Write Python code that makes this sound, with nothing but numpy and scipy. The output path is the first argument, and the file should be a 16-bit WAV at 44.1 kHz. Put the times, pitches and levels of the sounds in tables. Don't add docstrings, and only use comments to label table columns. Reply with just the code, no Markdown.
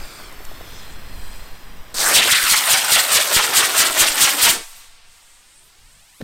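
import sys
import numpy as np
from scipy import signal
from scipy.io import wavfile
from scipy.ndimage import uniform_filter1d, map_coordinates

SR = 44100
rng = np.random.default_rng(int(sys.argv[2]) if len(sys.argv) > 2 else 0)


def field_ratio(decibels):
    return 10 ** (np.asarray(decibels, dtype=float) / 20)


def output_pcm(signal):
    pcm = np.clip(np.atleast_2d(signal).T, -1, 1) * 32767
    wavfile.write(sys.argv[1], SR, np.round(pcm).astype(np.int16))


N = 274910
T = np.arange(N) / SR
CUT_S, BURNOUT_S = 1.942, 4.517

# [t/s, level/dB, brightness/dB]
FUSE_BURN = [(0.03, -42.5, 1), (0.23, -44.5, 2.5), (0.36, -45.5, -2), (0.6, -45.5, 0.5), (0.76, -44.5, 1),
             (1.0, -46, -5), (1.33, -45.5, -1.5), (1.62, -48, -3.5), (1.9, -48.5, -2)]
# [f/Hz, level/dB per Hz]
FUSE_SPECTRUM = [(120, -3), (200, -4), (554, -2.5), (630, -3.5), (1280, -4), (1540, -2.5), (1780, -5),
                 (2800, -7.5), (3480, -8.5), (5300, -11.5), (6590, -17.5), (8050, -13.5), (10800, -21.5),
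                 (13600, -14.5), (15500, -20)]
# [t/s, f/Hz, level/dB]
FUSE_COLOUR = [(0, 4700, 6), (.24, 4800, 7), (.33, 4200, -5), (.52, 3550, 3), (.84, 3600, 8),
               (.95, 4000, 0), (1.2, 4520, 2.5), (1.5, 4400, 2), (1.9, 4300, -8)]
# [t/s, lag/ms]
FUSE_LAG = [(0, 0.79), (.22, 0.85), (.32, 1.12), (.55, 1.14), (.85, 1.2), (1.0, 1.22), (1.3, 1.22),
            (1.94, 1.2)]
# [t/s, length/s, f/Hz, level/dB]
FLARES_BY_BURN = [
    [(.1, 0.16, 7240, 2), (.46, 0.054, 12500, 5), (.62, .12, 13500, 2), (.78, .07, 5970, 6.5), (.92, .04, 7500, 6.5), (1.3, 0.29, 8200, 5), (1.3, .2, 12800, 1.5)],
    [(4.7, 0.019, 12000, 4), (4.78, .03, 13000, 9), (5.13, 0.036, 7500, 2), (5.32, .08, 8000, 4.5), (5.58, 0.09, 8700, 8), (5.67, 0.035, 12500, 9), (5.92, .08, 8500, 2.5), (6.18, 0.033, 10900, 7)],
]
# [t/s, peak level/dB, centre f/Hz, length/ms]
SPIT_EVENTS = [
    (.012, -38, 497, 4.5),
    (.2, -39, 800, 4),
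    (.327, -44, 9000, 4.2),
    (.405, -34, 546, 4.2),
    (.452, -34, 7350, 3),
    (.517, -33, 450, 4),
    (.612, -33, 580, 5.2),
    (1.979, -20, 4000, 1.2),
    (1.985, -13, 3540, 1.1),
    (5.228, -52, 900, 5.4),
]
# [t/s, peak level/dB, length/s]
GUSTS = [
    [(0.0, -29, 0.092), (.58, -33, 0.12), (.78, -30, 0.11), (.99, -24, 0.068), (1.15, -22, 0.075), (1.3, -26, 0.1), (1.43, -28, 0.018), (1.53, -28, 0.021), (1.74, -30, 0.081), (1.93, -39.5, 0.069)],
    [(5.08, -56, 0.073), (5.64, -50, 0.052), (5.83, -48, 0.056), (5.92, -43, 0.089), (6.12, -53, .04), (4.8, -48, 0.15)],
]
# [f/Hz, level/dB per Hz]
GUST_SPECTRA = [
    [(2.9, -32), (5.0, 8.5), (21, -6), (82, -19), (154, -26.5), (300, -31.5), (390, -58), (660, -120)],
    [(2.9, -34), (5.0, 5.5), (21, 0.5), (48, -13), (75, -11), (195, -24), (228, -26), (257, -34), (300, -26.5), (390, -57), (660, -120)],
]
# [f/Hz, level/dB per Hz]
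JET_SPECTRUM = [(130, -44), (220, -14), (320, -7.5), (663, -4.5), (882, -6.5), (1300, -5.5), (1450, -1.5),
                (2000, 0), (2190, -2.5), (3180, -1), (6590, -5.5), (8770, -1), (10500, -10), (13900, -7),
                (15500, -14.5)]
# [place/turns, width/turns, level/dB, strongest f/Hz, slant/turns per octave]
BEAM_LOBES = [
    (0.01, 0.089, 11.5, 5530, -0.028),
    (0.283, 0.064, 5, 3700, 0.012),
    (0.828, 0.078, 1.7, 2090, 0.0066),
    (0.941, 0.016, -0.5, 5300, 0.0045),
    (.13, 0.068, 2.5, 1100, 0.013),
    (.43, .1, -5.5, 2800, -0.025),
]
# [t/s, f/Hz, level/dB]
LAUNCH_COLOUR = [(1.95, 5240, 5.5), (2.015, 4700, 7.5), (2.045, 1290, 2.5), (2.09, 995, 5.5),
                 (2.13, 800, -2.5), (2.15, 4470, 2.5), (2.23, 1900, 3), (2.3, 3170, 0.5), (2.39, 2300, 9.5)]
# [t/s, f/Hz, level/dB]
SHEET_CANCEL = [(1.95, 2600, -11), (2.03, 2550, -10), (2.08, 3300, -9), (2.125, 4150, -7), (2.14, 4400, -.1)]
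# [t/s, place/turns, thrust/dB, brightness/dB per octave]
BREAK_LOOSE = [
    (1.942, -1.3, -9, 0.7),
    (1.975, -1.25, -4.5, 0.5),
    (2.01, -1.24, 1, 1.5),
    (2.09, -1.13, 1.5, -0.5),
    (2.126, -1.164, 2.2, -4.5),
]
# [t/s, level/dB, brightness/dB per octave, side lobe delay/s, side lobe level/dB]
SWEEPS = [(2.165, 3, -1.5, 0.079, -2), (2.32, -1.3, 0.7, 0.035, -1), (2.523, -1.2, 1.5, 0.045, 2.2),
          (2.73, -0.2, 0.4, 0.05, -0.2), (2.94, -1.8, 1.3, 0.057, 2), (3.153, 0.2, 0.5, 0.064, -0.5),
          (3.359, -2.2, -0.2, 0.086, -1.7), (3.576, 0.1, 0.8, 0.079, -0.8), (3.798, 1, 0.4, 0.07, -0.2),
          (4.009, 0.8, 1, .073, -0.7), (4.228, 1.1, 2.5, .069, 0), (4.443, 1.8, 3.8, 0.056, 6)]
# [t/s, lag/ms]
GRASS_LAG = [(1.94, 0.047), (2.2, 0.16), (2.65, 1.04), (3.2, 1.63), (3.76, 2.8), (4.32, 3.64), (4.55, 4.44),
             (5.1, 4.4), (5.43, 4.12), (5.71, 2.95), (6.24, 0.61)]
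# [t/s, peak level/dB, direction/1, length/ms]
POP_EVENTS = [(2.182, -34, 1, 2.6), (2.434, -36, 0.81, 10), (2.518, -31.5, 0.71, 3.6),
              (2.951, -31, 0.52, 2.6), (3.143, -58, 0.85, 6.9), (3.365, -22.5, -1.5, 2), (3.9, -44, 1, 19),
              (4.014, -26, 1, 2.8), (4.1, -32, 0.53, 16), (4.229, -49, -0.44, 8.8), (4.497, -33, -1.1, 2.7)]
# [t/s, level/dB, brightness/dB]
SPENT_BURN = [(4.53, -22.5, 1.5), (4.6, -34.5, -6), (4.68, -46.5, 1.8), (4.84, -47, -4), (4.9, -52, -5),
              (5.03, -53, -12), (5.13, -54, -1.5), (5.6, -57, -3.2), (6.2, -56, -.6)]
# [f/Hz, level/dB per Hz]
SPENT_SPECTRUM = [(150, -48), (300, -13), (550, -13.5), (900, -8), (1300, -8.5), (2660, -7.5), (4760, -8),
                  (6000, -9), (7300, -8), (8670, -4.5), (9600, -11.5), (10800, -13.5), (13000, -14),
                  (15500, -20)]
# [t/s, f/Hz, level/dB]
SPENT_COLOUR = [(4.52, 231, 18), (4.6, 230, 23), (4.64, 330, -12), (4.9, 380, -7), (5.1, 380, -3),
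                (5.65, 450, 5), (5.9, 460, .1)]
# [t/s, peak level/dB, f/Hz, 60 dB fade/s]
TURF_KNOCKS = [
    (6.205, -28, 300, 0.021),
    (6.2094, -24.5, 420, 0.038),
    (6.2132, -21.5, 506, 0.019),
    (6.215, -33, 1800, 0.022),
    (6.2155, -31, 1500, 0.0091),
    (6.2163, -34, 4000, .008),
    (6.2227, -20, 201, 0.037),
]


def evened(x):
    return x / np.sqrt(np.mean(x ** 2) + 1e-20)


def read(points, hz):
    f, value = np.transpose(points)
    return np.interp(np.log(hz + 1), np.log(f + 1), value)


def add(mix, s, sound):
    part = mix[round(s * SR):][:len(sound)]
    part += sound[:len(part)]


def frame_grid(size):
    return np.arange(4 * N // size + 5) * size / 4 / SR, np.fft.rfftfreq(size, 1 / SR)


def noise(field_db, size, patchy_db, flicker_db):
    real, imaginary, patches = rng.standard_normal((3, *field_db.shape))
    patches = uniform_filter1d(patches, size=12, axis=0)
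    patches = evened(uniform_filter1d(patches, size=7, axis=1))
    flicker = evened(uniform_filter1d(rng.standard_normal((len(real), 1)), size=3, axis=0))
    spectra = (real + 1j * imaginary) * field_ratio(field_db + patchy_db * patches + flicker_db * flicker)
    sound = signal.istft(spectra.T, nperseg=size, noverlap=3 * size // 4)[1][:N]
    return sound * np.sqrt(3 / size)


def bump(rows, s, hz, octaves):
    at, peak_hz, peak_db = np.transpose(rows)
    off = np.log2((hz + 1) / np.interp(s, at, peak_hz)[:, None]) / octaves
    return np.interp(s, at, peak_db, right=0)[:, None] * np.exp(-off ** 2 / 2)


def band_mean_db(tone, hz, lo_hz, hi_hz):
    power = field_ratio(read(tone, hz)) ** 2
    return 10 * np.log10(np.mean(power * (hz > lo_hz) * (hz < hi_hz)))


def hiss(rows, tone, lo_hz, patchy_db, flicker_db, peak, peak_octaves, upper, top, flares):
    s, hz = frame_grid(size=256)
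    at, body_db, bright_db = np.transpose(rows)
    field = read(tone, hz) - band_mean_db(tone, hz, lo_hz, 5500) + np.interp(s, at, body_db)[:, None]
    field += bump(peak, s, hz, octaves=peak_octaves)
    bright_share = read([(4500, 0), (7000, upper), (9000, upper), (11000, top)], hz)
    field += np.outer(np.interp(s, at, bright_db), bright_share)
    for when, length, flare_hz, db in flares:
        in_time = np.exp(-((s - when) / length) ** 2)
        in_pitch = np.exp(-(np.log2((hz + 1) / flare_hz) / 0.28) ** 2)
        field += db * np.outer(in_time, in_pitch)
    return noise(field, size=256, patchy_db=patchy_db, flicker_db=flicker_db)


def echoed(x, lag_ms, db, low_hz, soft_hz):
    dull = signal.lfilter(*signal.butter(1, [low_hz, min(soft_hz, 20000)], "band", fs=SR), x)
    late = map_coordinates(dull, [np.arange(N) - lag_ms * SR / 1000], order=3)
    return x + field_ratio(db) * late


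def fuse():
    burn = hiss(FUSE_BURN, FUSE_SPECTRUM, 2000, patchy_db=0.7, flicker_db=.5, peak=FUSE_COLOUR,
                peak_octaves=.09, upper=0.82, top=0.17, flares=FLARES_BY_BURN[0])
    wander_ms = 0.034 * np.sin(11 * T + 1.6 * np.sin(27 * T))
    lag_ms = np.interp(T, *np.transpose(FUSE_LAG)) + wander_ms
    echo_db = -7.0 - 1.8 * np.cos(9 * T + 2.0 * np.sin(4 * T)) - 14 * np.clip(T - 1.45, 0, 1)
    once = echoed(burn, lag_ms, db=echo_db, low_hz=2800, soft_hz=16000)
    twice = echoed(once, .95 + .05 * T, db=-11, low_hz=3500, soft_hz=16000)
    return field_ratio(-1.8) * twice * (T < CUT_S)


def spits():
    out = np.zeros(N)
    for s, db, hz, ms in SPIT_EVENTS:
        puff = rng.standard_normal(size=600)
        puff = signal.lfilter(*signal.butter(2, [hz * .72, hz * 1.4], "band", fs=SR), puff)
        puff = puff[-int(ms * SR / 500):]
        add(out, s - ms / 1000, field_ratio(db) * evened(puff) * np.hanning(len(puff)))
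    return out


def wind():
    s, hz = frame_grid(size=8192)
    first_on = np.clip((2.15 - T) * 20, 0, 1)
    second_on = np.clip((T - 4.5) * 2, .3, 1) * (T > 4.55)
    calm_dbs = -30.5, -51.5
    out = np.zeros(N)
    for rows, calm_db, tone, on in zip(GUSTS, calm_dbs, GUST_SPECTRA, (first_on, second_on)):
        field = np.tile(read(tone, hz) - 80 * (hz > 300), (len(s), 1))
        level = field_ratio(calm_db) + sum(field_ratio(db) * np.exp(-((T - at) / length) ** 2) for at, db, length in rows)
        out += evened(noise(field, size=8192, patchy_db=1.5, flicker_db=.1)) * level * on * .45
    return out


def spin(s):
    side_turn, away_turn = .3, .62
    rows = list(BREAK_LOOSE)
    ends = [row[0] for row in SWEEPS[1:]] + [2 * SWEEPS[-1][0] - SWEEPS[-2][0]]
    for k, ((at, db, bright, after, lobe_db), end) in enumerate(zip(SWEEPS, ends)):
        away = at + after + (end - at - after) * (away_turn - side_turn) / (1 - side_turn)
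        aloft = away - SWEEPS[0][0]
        away_db = 1.5 + 11 * np.exp(-aloft / 0.2) - 1.5 * aloft
        rows.append((at, k - 1, db, bright))
        rows.append((at + after, k - 1 + side_turn, lobe_db, bright))
        rows.append((away, k - 1 + away_turn, away_db, bright))
    at, *columns = np.transpose(rows)
    return [np.interp(s, at, column) for column in columns]


def beam(turns, hz):
    power = field_ratio(-4.5) ** 2
    for turn, width, db, top_hz, slant in BEAM_LOBES:
        octaves = np.log2(np.clip(hz, 200, None) / top_hz)
        off = (turns[:, None] - turn - slant * octaves + .5) % 1 - .5
        narrowed = off / width * 2 ** (0.073 * octaves)
        power = power + field_ratio(db - 1.6 * octaves ** 2) ** 2 * np.exp(-narrowed ** 2)
    return 10 * np.log10(power)


def jet():
    s, hz = frame_grid(size=256)
    turns, thrust_db, bright = spin(s)
    octave = np.log2(np.clip(hz, 100, None))
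    field = read(JET_SPECTRUM, hz) + beam(turns, hz) + thrust_db[:, None]
    field += np.outer(bright / 2, octave - 12)
    field += bump(LAUNCH_COLOUR, s, hz, octaves=0.65)
    field += bump(SHEET_CANCEL, s, hz, octaves=0.39)
    edge_hz = np.minimum(700 / np.interp(s, *np.transpose(GRASS_LAG)), 1000)
    under = np.clip(np.log2(edge_hz)[:, None] - octave, -.3, .9)
    field -= 8.0 * (under - .3) * np.clip((s[:, None] - 2.2) * 10, 0, 1) * (hz < 1500)
    roar = evened(noise(field, size=256, patchy_db=1.85, flicker_db=-0.98))
    crackle = evened(uniform_filter1d(rng.standard_normal(N), size=int(.6 * SR / 1000)))
    jumps = field_ratio(2.5 * crackle - 0.57) - 1
    roar += signal.sosfilt(signal.butter(3, 900, "high", fs=SR, output="sos"), roar * jumps)
    burning = np.clip((T - CUT_S) * 1500, 0, 1) * field_ratio(-2500 * np.clip(T - BURNOUT_S, 0, 1))
    return field_ratio(-15.5) * roar * burning


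def buffet(turns):
    band = signal.butter(2, [25, 220], "band", fs=SR, output="sos")
    low = evened(signal.sosfilt(band, rng.standard_normal(N)))
    swept = np.exp(7.2 * (np.cos(2 * np.pi * (turns - .04)) - 1))
    return low * field_ratio(-57.0 + 20 * swept) * (T > CUT_S) * field_ratio(-400 * np.clip(T - 4.57, 0, 1))


def pops():
    out, t = np.zeros(N), np.arange(6000) / SR
    for s, db, sign, ms in POP_EVENTS:
        u = t / ms * 1000
        push = (1 - np.exp(-3.5 * u)) * (np.exp(-u) - 0.17 * np.exp(-u / 8.1))
        add(out, s, sign * field_ratio(db + 15.0) * push)
    return out


def afterburn():
    burn = hiss(SPENT_BURN, SPENT_SPECTRUM, 800, patchy_db=0.5, flicker_db=0.1, peak=SPENT_COLOUR,
                peak_octaves=0.45, upper=0.59, top=0.97, flares=FLARES_BY_BURN[1])
    return burn * (T > BURNOUT_S)


def sway():
    start_s, db, hz, t60_s, end_s = 4.551, -36, 10.7, 2.6, 5.2
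    t = T - start_s
    return field_ratio(db - 60 * t / t60_s) * np.sin(2 * np.pi * hz * t) * (t > 0) * np.clip((end_s - T) * 8, 0, 1)


def landing():
    out, t = np.zeros(N), np.arange(1500) / SR
    for s, db, hz, t60 in TURF_KNOCKS:
        grit = min(hz / 1400, .6) * uniform_filter1d(rng.standard_normal(len(t)), size=5)
        add(out, s, field_ratio(db - 60 * t / t60) * (grit - np.sin(2 * np.pi * hz * t)))
    return out


def scene():
    turns = spin(T)[0]
    bob_ms = 0.079 * np.cos(2 * np.pi * (turns - .05)) * (T < BURNOUT_S)
    lag_ms = np.clip(np.interp(T, *np.transpose(GRASS_LAG)) + bob_ms, 0, None)
    flyer = echoed(jet(), lag_ms, db=-8.0, low_hz=59.5, soft_hz=1950)
    falling_echo_db = np.interp(T, [5.1, 5.7], [-8, -3.5])
    flyer += echoed(afterburn(), lag_ms, db=falling_echo_db, low_hz=500, soft_hz=6000)
    mix = fuse() + spits() + wind() + flyer + buffet(turns) + pops() + sway() + landing()
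    return np.tile(mix, (2, 1))


def band_limit(x):
    return signal.sosfilt(signal.butter(12, 15830, fs=SR, output="sos"), x)


def record(dry):
    ceiling, knee = 0.45, 2.8
    held = dry / (1 + abs(dry / ceiling) ** knee) ** (1 / knee)
    held = signal.oaconvolve(held, signal.firwin(255, 15950, fs=SR)[None], "same")
    return band_limit(held)


dry = scene()
out = record(dry)
output_pcm(out)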